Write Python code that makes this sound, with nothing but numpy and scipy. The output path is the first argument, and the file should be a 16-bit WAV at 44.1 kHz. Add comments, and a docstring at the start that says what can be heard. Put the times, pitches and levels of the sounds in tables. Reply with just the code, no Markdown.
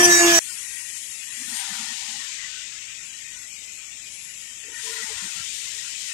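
"""A milling spindle cuts a cast metal plate, sagging a little in speed while the cutter squeals in bursts and throws chips.
Summed spindle orders, tool and plate resonances and bursts of noise make the cut, heard alone until it breaks off at once.
Then, close over the machine table, air hisses past the left microphone as shaped noise and swells twice;
friction noise for rubs on the moving camera, thin electronic whistles (sines) and a low workshop hum lie under it."""
import sys
import numpy as np
from scipy import signal
from scipy.fft import rfft, irfft, next_fast_len
from scipy.io import wavfile
from scipy.ndimage import uniform_filter1d, map_coordinates

SR = 44100
rng = np.random.default_rng(int(sys.argv[2]) if len(sys.argv) > 2 else 0)


def dump_mix(stems):
    """Bounce the given channels to the path in sys.argv[1] as a 16-bit WAV at rate SR."""
    frames = np.atleast_2d(stems).T  # one column per channel
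    limited = np.clip(frames, -1, 1)  # hard clip at full scale
    pcm = np.round(limited * 32767).astype(np.int16)
    wavfile.write(sys.argv[1], SR, pcm)


N = 270333

STOP_S = 0.391  # the cut breaks off
TOP_HZ = 15750  # upper limit of the camera sound

# workshop noise: (frequency [Hz], relative level [dB])
ROOM_SPECTRUM = [(25, -8), (50, 3.9), (80, 1.7), (130, -1), (220, 0), (350, -6), (800, -8), (2000, -8),
                 (4500, -14), (7500, -9), (10000, -20), (15500, -24)]
# mains lines: (frequency [Hz], level before a small lean to the left [dB])
MAINS_HUM = [(50, -83), (100, -73), (150, -78)]
# likeness of the two microphones in all noises: (frequency [Hz], correlation [0-1])
LEFT_RIGHT_LIKENESS = [(60, 0.82), (290, 0.93), (640, 0.55), (1400, 0), (15000, 0.029)]

# the two fading whistles: (time [s], lower [dB], upper [dB]), before the lean to the left
WHISTLE_LEVELS = [(0.43, -51, -55), (1.0, -49.5, -52.5), (1.25, -56, -50.5), (1.6, -49, -58),
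                  (2.0, -61, -75), (2.7, -83, -93), (3.0, -64, -74), (3.1, -58.5, -62.5), (3.8, -84, -63),
                  (4.0, -67, -70), (4.16, -54.5, -56.5), (4.68, -63, -60.5), (4.8, -53, -56),
                  (5.1, -64, -74), (6.13, -72, -71)]
# their pitches: (lower [Hz], upper [Hz])
WHISTLE_HZ = [10434, 11239]
# fainter whistles of constant mean level: (frequency [Hz], level before the lean to the left [dB])
FAINT_WHISTLES = [(11780, -72.5), (12478, -79)]

# dry brushing on the right of the casing: (start [s], length [s], pitch [Hz], width [Hz], level at right [dB])
BRUSHES = [(0.74, 0.11, 9200, 2500, -60), (1.53, 0.1, 5500, 5000, -50), (1.54, 0.4, 815, 140, -55),
           (1.64, 0.31, 1390, 260, -50), (4.8, 0.2, 1840, 220, -50.5), (4.823, 0.1, 6370, 7000, -46),
           (4.98, 0.1, 7500, 3500, -44), (5.123, 0.21, 7500, 3500, -43), (5.3, 0.89, 8060, 4500, -49.5)]
# rubs that make the casing sing one low note: (start [s], length [s], peak level [dB])
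CREAKS = [(4.819, 0.16, -45.5), (4.95, 0.11, -55), (5.075, 0.074, -49), (5.1, 1.15, -70)]
CREAK_HZ, CREAK_WIDTH_HZ = 445, 150
CREAK_ROUGHNESS = 0.4  # scrape against tone
# short low rubs on the camera: (start [s], length [s], pitch [Hz], level [dB])
RUBS = [(1.369, 0.1, 253, -52), (1.439, 0.15, 236, -50), (1.62, 0.36, 220, -58), (1.687, 0.06, 208, -48),
        (1.78, 0.085, 225, -47.5), (1.875, 0.06, 223, -52), (2.072, 0.16, 220, -56), (4.63, 0.11, 440, -55),
        (4.66, 0.08, 310, -58), (4.85, 0.21, 415, -59), (4.952, 0.076, 460, -54.5), (5.01, 0.053, 207, -54),
        (5.09, 0.06, 590, -60), (5.08, 0.14, 85, -57), (5.36, 0.12, 85, -59), (5.217, 0.069, 186, -48),
        (5.233, 0.05, 333, -58), (5.349, 0.075, 155, -52.5)]
RUB_WIDTH_HZ = 95
# longer slides over the casing: (start [s], length [s], level [dB], brightness [dB per octave])
SLIDES = [(1.457, 0.48, -51, -5.5), (1.844, 0.41, -54.5, -20), (4.797, 0.66, -62.5, 7)]
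# casing resonances stirred by a slide: (frequency [Hz], width [Hz], relative level [dB], left minus right [dB])
CASING_MODES = [(805, 130, -3.5, 13), (951, 155, -3.5, 18.5), (1212, 110, -5, 11.5), (1427, 260, -2, 11.5)]

# strength of the air jet: (time [s], level [dB])
JET_STRENGTH = [(0.43, -34), (0.59, -35), (1.03, -36), (1.3, -37.5), (1.59, -32), (1.65, -34.5),
                (2.14, -37), (2.61, -42), (4.71, -42.5), (4.84, -34.5), (5.1, -36), (5.54, -35.5),
                (5.95, -37), (6.13, -35.5)]
# level of the hollow lower edge before EDGE_DB: (time [s], level [dB])
EDGE_LEVEL = [(0.45, -47), (0.75, -44), (1.03, -51), (1.68, -39.5), (2.35, -45), (2.45, -40.5),
              (2.53, -48.5), (3.47, -51.5), (3.49, -56.5), (4.48, -53), (4.95, -39), (5.63, -47),
              (5.67, -43.5), (6.07, -48.5), (6.1, -41.5)]
EDGE_DB = 4
# bands of the hiss, each (frequency [Hz], relative level [dB]): the jet, its bright top, its hollow lower edge,
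# the body below it, and the breadth that a swell adds
JET_SPECTRUM = [(3000, -55), (5000, -3.5), (6300, 2), (7300, 4.5), (8300, 0), (9100, -23), (10000, -55),
                (15500, -55.5)]
FIZZ_SPECTRUM = [(7000, -18.5), (8700, 13.5), (10000, 0), (12200, -2), (13000, -16.5), (14800, -29),
                 (15700, -30)]
EDGE_SPECTRUM = [(700, -33.5), (1020, -10), (1200, -13), (1450, -4.5), (1660, -6), (1880, 7), (2100, 0.5),
                 (3500, -53)]
BODY_SPECTRUM = [(1000, -61), (1900, -3.5), (2400, 7), (2900, 5.5), (3600, -2), (5000, -41), (9000, -59)]
BREADTH_SPECTRUM = [(1500, -59), (3000, -0.5), (3700, 1), (5200, -2), (7000, -6), (10000, -35),
                    (14000, -68.5)]
# how each band follows the jet: (level over mean strength [dB], growth [dB per dB], rise in a full swell [dB])
JET_LAW = (4.7, 0.48, 0.99)
FIZZ_LAW = (-5, 2.13, 0)
BODY_LAW = (-1.16, 0.2, 1.96)
BREADTH_LAW = (-1.4, 0.59, 6.5)
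# swells in which the hiss broadens downward: (start [s], rise [s], hold [s], fall [s], strength [0-1])
SWELLS = [(1.316, 0.3, 0.97, 0.55, 0.93), (4.74, 0.1, 1.19, .8, 0.84)]
# depth scale of the processing dips in the weak hiss: (frequency [Hz], depth [dB])
PROCESSING_DIP_DEPTH = [(1200, 5), (2000, 3), (2700, 4), (3400, 17), (4400, 22), (5200, 10), (6200, 5),
                        (7200, 0)]
# the right microphone is shielded from the jet: (frequency [Hz], gain [dB])
RIGHT_SHIELD = [(2000, -27.5), (8000, -27), (11000, -26), (13500, 6)]
# hollow chirps in the hiss: (start [s], length [s], pitch [Hz], level at the left microphone [dB])
CHIRPS = [(0.42, 0.16, 1860, -49), (0.62, 0.36, 1890, -46), (1.29, 0.15, 1930, -45), (2.38, 0.1, 1900, -44),
          (2.45, 0.2, 1520, -49), (4.68, 0.089, 940, -56), (4.75, 0.1, 1830, -44), (4.84, 0.16, 995, -47),
          (4.89, 0.14, 1420, -46), (5.01, 0.12, 884, -48), (5.1, 0.18, 1010, -53), (5.136, 0.11, 1430, -48),
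          (5.358, 0.084, 1370, -44)]
CHIRP_WIDTH_HZ = 110

START_HZ, SAG_HZ_PER_S = 353.2, 39.5  # turns per second at the start, and their loss under load
# drone of the cut: (time [s], first order [dB], second order [dB], fifth order before its lift and lean [dB])
DRONE_LEVELS = [(0.0, -18.5, -28, -20), (0.038, -21, -25.5, -24.5), (0.096, -18, -25, -23),
                (0.124, -24, -40, -18), (0.16, -23.5, -32, -23), (0.186, -31, -33, -22),
                (0.21, -23, -22.5, -21), (0.258, -17, -28.5, -30), (0.298, -21, -26, -21),
                (0.385, -27, -25.5, -24.5)]
# the right microphone is nearer the cutter: phase lead of (first, second, fifth order) [rad]
RIGHT_LEAD_RAD = (.25, 1.0, 2.0)
# other low orders: (multiple of the spindle speed, level [dB])
LOW_ORDERS = [(3, -34.5), (4, -38), (6, -42), (7, -39), (8, -38), (9, -41), (10, -33.5), (11, -38.5)]
# radiation of the high orders by the plate: (frequency [Hz], relative level [dB])
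PLATE_RESPONSE = [(4200, -2), (4900, 2), (6000, 1), (8100, -7), (9500, 2), (10500, -4), (11600, -2),
                  (13000, -7), (15500, -9)]
# tool resonances: (time [s], lower frequency [Hz], lower [dB], upper [dB]), before a small lean to the right
TOOL_RINGING = [(0, 6000, -21, -27), (.03, 6050, -30, -27), (.054, 6030, -11, -31), (.07, 6060, -28, -27),
                (.143, 5960, -18, -32), (.175, 6500, -22.5, -24), (.215, 6570, -22, -25.5),
                (.27, 6300, -25, -34), (.322, 6000, -27, -39), (.347, 6040, -19.5, -36),
                (.39, 6130, -23, -44)]
TOOL_UPPER_HZ = 8140
# the tool radiates less below its resonance: (frequency [Hz], relative level [dB])
TOOL_EDGE = [(4900, -12), (5500, -6)]
BITE_JITTER_RAD = 0.016
# squeals locked to one order: (start [s], length [s], order, level [dB], left minus right [dB])
SQUEALS = [(0.006, 0.019, 16, -18, -4), (0.029, 0.035, 16, -13, -3.5), (0.0, 0.06, 9, -27, 3),
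           (0.0, 0.085, 10, -32, 3), (0.0, 0.09, 14, -28, -3), (0.02, 0.055, 27, -30, 3),
           (0.094, 0.054, 17, -26, -9), (0.105, 0.11, 11, -29.5, 0), (0.1, 0.13, 12, -35, -3),
           (0.1, 0.14, 14, -33, -3), (0.165, 0.08, 24, -31, -3), (0.274, 0.12, 9, -30, -5.5),
           (0.325, 0.075, 14, -32, 0), (0.333, 0.066, 17, -20, -4.5), (0.35, 0.049, 23, -26, -16)]
SQUEAL_EDGE_S, SQUEAL_THROB, SQUEAL_OCTAVE_DB = 0.012, 0.22, -16
SQUEAL_PULL_RAD = 0.42  # each bite pulls the squeal sharp for a moment
# chip noise: (frequency [Hz], relative level [dB])
CHIP_SPECTRUM = [(30, -25), (90, -14), (180, -9), (500, -10.5), (1100, -5), (2500, -3.5), (3200, -10),
                 (3700, -29), (5000, -29), (5400, -4), (5900, -2), (7800, -7), (8600, -19), (10000, -24),
                 (15500, -33)]
# grit toward the end of the cut: (frequency [Hz], relative level [dB])
GRIT_SPECTRUM = [(2600, -14), (3400, -4), (4100, -8), (5000, -2), (6000, -17)]
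GRIT_FROM_S, GRIT_RISE_S, GRIT_DB = 0.21, 0.059, -25.5


def amp(db):
    """Decibels to gain."""
    return 10 ** (np.asarray(db) / 20)


def unit(x):
    """Scale to rms 1."""
    return x / np.sqrt(np.mean(x ** 2) + 1e-20)


def clock():
    """Time of every sample in seconds."""
    return np.arange(N) / SR


def along(points, hz):
    """Read (Hz, value) points on a log frequency axis."""
    f, v = np.transpose(points)
    return np.interp(np.log(hz + 1), np.log(f + 1), v)


def curves(rows):
    """One value per sample for each column after the time."""
    s, *columns = np.transpose(rows)
    return [np.interp(clock(), s, column) for column in columns]


def wobble(rate, size=N):
    """A smooth random curve, rate knots a second."""
    knots = rng.standard_normal(int(size * rate / SR) + 4)
    return map_coordinates(knots, [np.arange(size) * rate / SR])


def filtered(x, response):
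    """Multiply the spectrum of x by a response of frequency."""
    m = next_fast_len(N + SR // 2)
    hz = np.fft.rfftfreq(m, 1 / SR)
    return irfft(rfft(x, m) * response(hz), m)[..., :N]


def bell(hz, centre_hz, width_hz):
    """Gain of a resonance."""
    return 1 / np.sqrt(1 + (2 * (hz - centre_hz) / width_hz) ** 2)


def lean(left_minus_right_db):
    """Opposite gains for the left and right microphones."""
    return amp([[left_minus_right_db / 2], [-left_minus_right_db / 2]])


def patches(shape, size):
    """A random time-frequency field, smoothed over size bins and five frames, of rms 1."""
    across_hz = uniform_filter1d(rng.standard_normal(shape), size=size, axis=0)
    return unit(uniform_filter1d(across_hz, size=5, axis=1))


def rush(spectrum, patchy_db, size=4):
    """Stereo noise of rms 1 with patches of random gain, size bins wide, near mono in the bass."""
    z = signal.stft(rng.standard_normal((2, N)), nperseg=1024)[2]
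    patchy = z * amp(patchy_db * patches(z.shape[1:], size))
    pair = signal.istft(patchy, nperseg=1024)[1][:, :N]

    def mid_side_gain(hz):
        turn = np.arccos(np.clip(along(LEFT_RIGHT_LIKENESS, hz), -1, 1)) / 2
        return amp(along(spectrum, hz)) * np.array([np.cos(turn), np.sin(turn)])

    mid, side = filtered(pair, mid_side_gain)
    return unit(np.array([mid + side, mid - side]))


def arch(s, length):
    """The pressure of one stroke: it rises to 1 and falls."""
    return np.abs(np.sin(np.pi * np.clip((clock() - s) / length, 0, 1))) ** 0.8


def stroke(s, length, hz, width_hz):
    """Friction noise in one resonance, as strong as its pressure curve; the contact catches and slips."""
    pressure = arch(s, length)
    grip = amp(3.0 * wobble(45))
    noise = filtered(rng.standard_normal(N), lambda f: bell(f, hz, width_hz) ** 3)
    return unit(pressure * grip * noise) * np.sqrt(np.mean(pressure ** 2))


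def workshop():
    """Steady room noise and wavering mains hum."""
    hum = 0
    for hz, db in MAINS_HUM:
        hum = hum + amp(db) * unit(amp(3.4 * wobble(3.5)) * np.sin(2 * np.pi * hz * clock()))
    return amp(-58.5) * rush(ROOM_SPECTRUM, patchy_db=1.5) + hum * lean(3)


def whistles():
    """Thin fluttering tones, probably from the drive electronics: two fade, two fainter ones hold their level."""
    tones = list(zip(WHISTLE_HZ, curves(WHISTLE_LEVELS))) + list(FAINT_WHISTLES)
    out = 0
    for hz, db in tones:
        flutter = unit(amp(1.2 * wobble(9) + 2.2 * wobble(35)))
        phase = 2 * np.pi * hz * clock() + 0.5 * wobble(40) + 0.45 * wobble(260)
        out = out + amp(db) * flutter * unit(np.sin(phase))
    return out * amp([[7], [-5]])


def brushes():
    """Something dry, probably a finger, brushes the casing beside the right microphone."""
    out = sum(amp(db) * stroke(s, length, hz, width_hz) for s, length, hz, width_hz, db in BRUSHES)
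    return out * amp([[-10], [0]])


def creaks():
    """A catching rub sings one rough, unsteady note that swells softly and lingers faintly."""
    tone = unit(amp(1.5 * wobble(50)) * np.sin(2 * np.pi * CREAK_HZ * clock() + 0.6 * wobble(40)))
    scrape = unit(filtered(rng.standard_normal(N), lambda f: bell(f, CREAK_HZ, CREAK_WIDTH_HZ) ** 2))
    level = sum(amp(db) * arch(s, length) ** 2 for s, length, db in CREAKS)
    return unit(tone + CREAK_ROUGHNESS * scrape) * level


def rubs():
    """Handling of the moving camera: low rubs reach both microphones alike, slides stir the hollow casing."""
    out = sum(amp(db) * stroke(s, length, hz, RUB_WIDTH_HZ) for s, length, hz, db in RUBS)
    lowest_hz = CASING_MODES[0][0]
    for s, length, db, tilt in SLIDES:
        for hz, width_hz, mode_db, pan_db in CASING_MODES:
            level_db = db + mode_db + tilt * np.log2(hz / lowest_hz)
            out = out + amp(level_db) * stroke(s, length, hz, width_hz) * lean(pan_db)
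    return out


def chirps():
    """The hiss rings briefly at hollow pitches, mostly in the left microphone."""
    out = sum(amp(db) * stroke(s, length, hz, CHIRP_WIDTH_HZ) for s, length, hz, db in CHIRPS)
    return out * amp([[0], [-16]])


def processing_dips(hiss, weak):
    """Narrow time-frequency dips, as sound processing leaves them, thin the middle of the weak hiss."""
    hz, t, z = signal.stft(hiss, SR, nperseg=1024)
    depth_db = along(PROCESSING_DIP_DEPTH, hz)[:, None] * np.interp(t, clock(), weak)
    notches = np.clip(1.3 * patches(z.shape[1:], size=4) + 0.2, 0, 1.7)
    return signal.istft(z * amp(-depth_db * notches), nperseg=1024)[1][:, :N]


def air():
    """A jet of air hisses by the left microphone: brighter when stronger, broader and smoother in each swell."""
    [jet_db], [edge_db] = curves(JET_STRENGTH), curves(EDGE_LEVEL)
    usual_db = jet_db.mean()
    swell = 0
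    for s, rise, hold, fall, strength in SWELLS:
        corners = s + np.cumsum([0, rise, hold, fall])
        swell = swell + strength * np.interp(clock(), corners, [0, 1, 1, 0])

    def level(db, grows, swell_db):
        return amp(usual_db + db + grows * (jet_db - usual_db) + swell_db * swell)

    hiss = level(*JET_LAW) * rush(JET_SPECTRUM, patchy_db=0.8)
    hiss += level(*FIZZ_LAW) * amp(0.7 * wobble(14)) * rush(FIZZ_SPECTRUM, patchy_db=2.5)
    hiss += amp(edge_db + EDGE_DB) * rush(EDGE_SPECTRUM, patchy_db=5.5, size=2)
    hiss += level(*BODY_LAW) * rush(BODY_SPECTRUM, patchy_db=2)
    hiss += level(*BREADTH_LAW) * rush(BREADTH_SPECTRUM, patchy_db=1.2)
    left, right = processing_dips(hiss, np.clip(1 - swell, 0, 1)) * amp(0.26 * wobble(40))
    return np.array([left, filtered(right, lambda hz: amp(along(RIGHT_SHIELD, hz)))])


def at_both_ears(angle, waver_db):
    """One unsteady tone; it reaches each microphone with a sway and a phase shift of its own."""
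    size = len(angle)
    start = rng.uniform(0, 2 * np.pi)
    phases = [angle + start + rng.normal(0, 1.3) + 0.22 * wobble(20, size) for _ in range(2)]
    return np.array([unit(amp(waver_db * wobble(20.4, size)) * np.sin(phase)) for phase in phases])


def at_lead(angle, lead_rad, waver_db, jitter):
    """A strong order reaches both microphones as one wave, the right one first."""
    size = len(angle)
    phase = angle + jitter * wobble(10.0, size) + rng.uniform(0, 2 * np.pi)
    return unit(amp(waver_db * wobble(16.8, size)) * np.sin([phase, phase + lead_rad]))


def drone(angle):
    """Low orders of the spindle shake the whole machine; the first, second and fifth carry the note."""
    first_db, second_db, fifth_db = [c[:len(angle)] for c in curves(DRONE_LEVELS)]
    first, second, fifth = RIGHT_LEAD_RAD
    out = amp(first_db) * at_lead(angle, first, waver_db=0.5, jitter=0.06)
    out += amp(second_db) * at_lead(2 * angle, second, waver_db=1, jitter=0.12)
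    out += amp(fifth_db + 2.5) * at_lead(5 * angle, fifth, waver_db=1, jitter=0.15) * lean(3)
    return out + sum(amp(db) * at_both_ears(order * angle, waver_db=6.5) for order, db in LOW_ORDERS)


def ringing(angle, speed):
    """High orders ring in the plate and, much louder, in the tool; the harder the tool rings, the more the plate does."""
    size = len(angle)
    lower_hz, lower_db, upper_db = [c[:size] for c in curves(TOOL_RINGING)]
    orders = np.arange(12, 46)
    hz = orders[:, None, None] * speed
    # bites come early or late, which roughens the top orders
    uneven = angle + BITE_JITTER_RAD * wobble(146, size)
    lines = np.array([at_both_ears(k * uneven, waver_db=2.5) for k in orders])
    chatter = np.array([wobble(110, size) for _ in orders])[:, None]  # no two bites are alike
    catching = np.array([wobble(37.0, size) for _ in orders])[:, None]  # orders weaken and return
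    plate_gain = amp(along(PLATE_RESPONSE, hz) + 1.0 * chatter + 3.5 * catching)
    plate = unit(np.sum(plate_gain * lines, axis=0))
    tool_gain = amp(along(TOOL_EDGE, hz) + 2.5 * chatter)

    def resonance(centre_hz, width_hz):
        ring = np.sum(bell(hz, centre_hz, width_hz) ** 2 * tool_gain * lines, axis=0)
        # hold the level even over 10 ms, so that the table sets it
        return ring / np.sqrt(uniform_filter1d(np.mean(ring ** 2, axis=0), size=SR // 100))

    tool = amp(lower_db) * resonance(lower_hz, width_hz=1100)
    tool += amp(upper_db) * resonance(TOOL_UPPER_HZ, width_hz=550)
    plate_db = -29.0 + 0.22 * (lower_db - lower_db.mean())
    return amp(plate_db) * plate + tool * lean(-3)


def squeals(angle):
    """The cutter locks on to one order: a piercing tone with a weak octave, pumped up anew at every turn."""
    size = len(angle)
    t, out = clock()[:size], 0
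    throb = 1 + SQUEAL_THROB * np.cos(angle)
    for s, length, order, db, pan_db in SQUEALS:
        gate = np.clip(np.minimum(t - s, s + length - t) / SQUEAL_EDGE_S + 0.5, 0, 1)
        unsteady = 0.3 * wobble(200, size) + 0.5 * wobble(50, size)
        phase = order * angle + SQUEAL_PULL_RAD * np.sin(angle) + unsteady
        tone = at_both_ears(phase, waver_db=1.0)
        tone += amp(SQUEAL_OCTAVE_DB) * at_both_ears(2 * phase, waver_db=0)
        out = out + amp(db) * gate * unit(tone * throb) * lean(pan_db)
    return out


def milling():
    """The cutter bites once a turn and slows under load; chips tear off in an uneven burst at each bite."""
    size = int(STOP_S * SR) + SR // 10
    t = clock()[:size]
    speed = START_HZ - SAG_HZ_PER_S * t
    angle = 2 * np.pi * np.cumsum(speed) / SR
    bursts = unit((1 + 0.44 * np.cos(angle)) * amp(0.72 * wobble(245.0, size)))
    chips = amp(-21.0) * rush(CHIP_SPECTRUM, patchy_db=3.5)[:, :size]
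    grit_rise = np.clip((t - GRIT_FROM_S) / GRIT_RISE_S, 0, 1)
    grit = amp(GRIT_DB) * grit_rise * rush(GRIT_SPECTRUM, patchy_db=2.5)[:, :size]
    sound = drone(angle) + ringing(angle, speed) + squeals(angle) + bursts * (chips + grit)
    return np.pad(sound, ((0, 0), (0, N - size)))


def scene():
    """The cut ends within a millisecond or two and gives way to the hiss and the sounds under it."""
    cutting = np.clip((STOP_S - clock()) / 0.0015 + 0.5, 0, 1)
    handling = brushes() + creaks() + rubs()
    after = workshop() + whistles() + handling + chirps() + air()
    return cutting * milling() + (1 - cutting) * after


def record(dry):
    """The camera keeps nothing above its band limit."""
    return filtered(dry, lambda hz: hz < TOP_HZ)


dry = scene()
out = record(dry)
dump_mix(out)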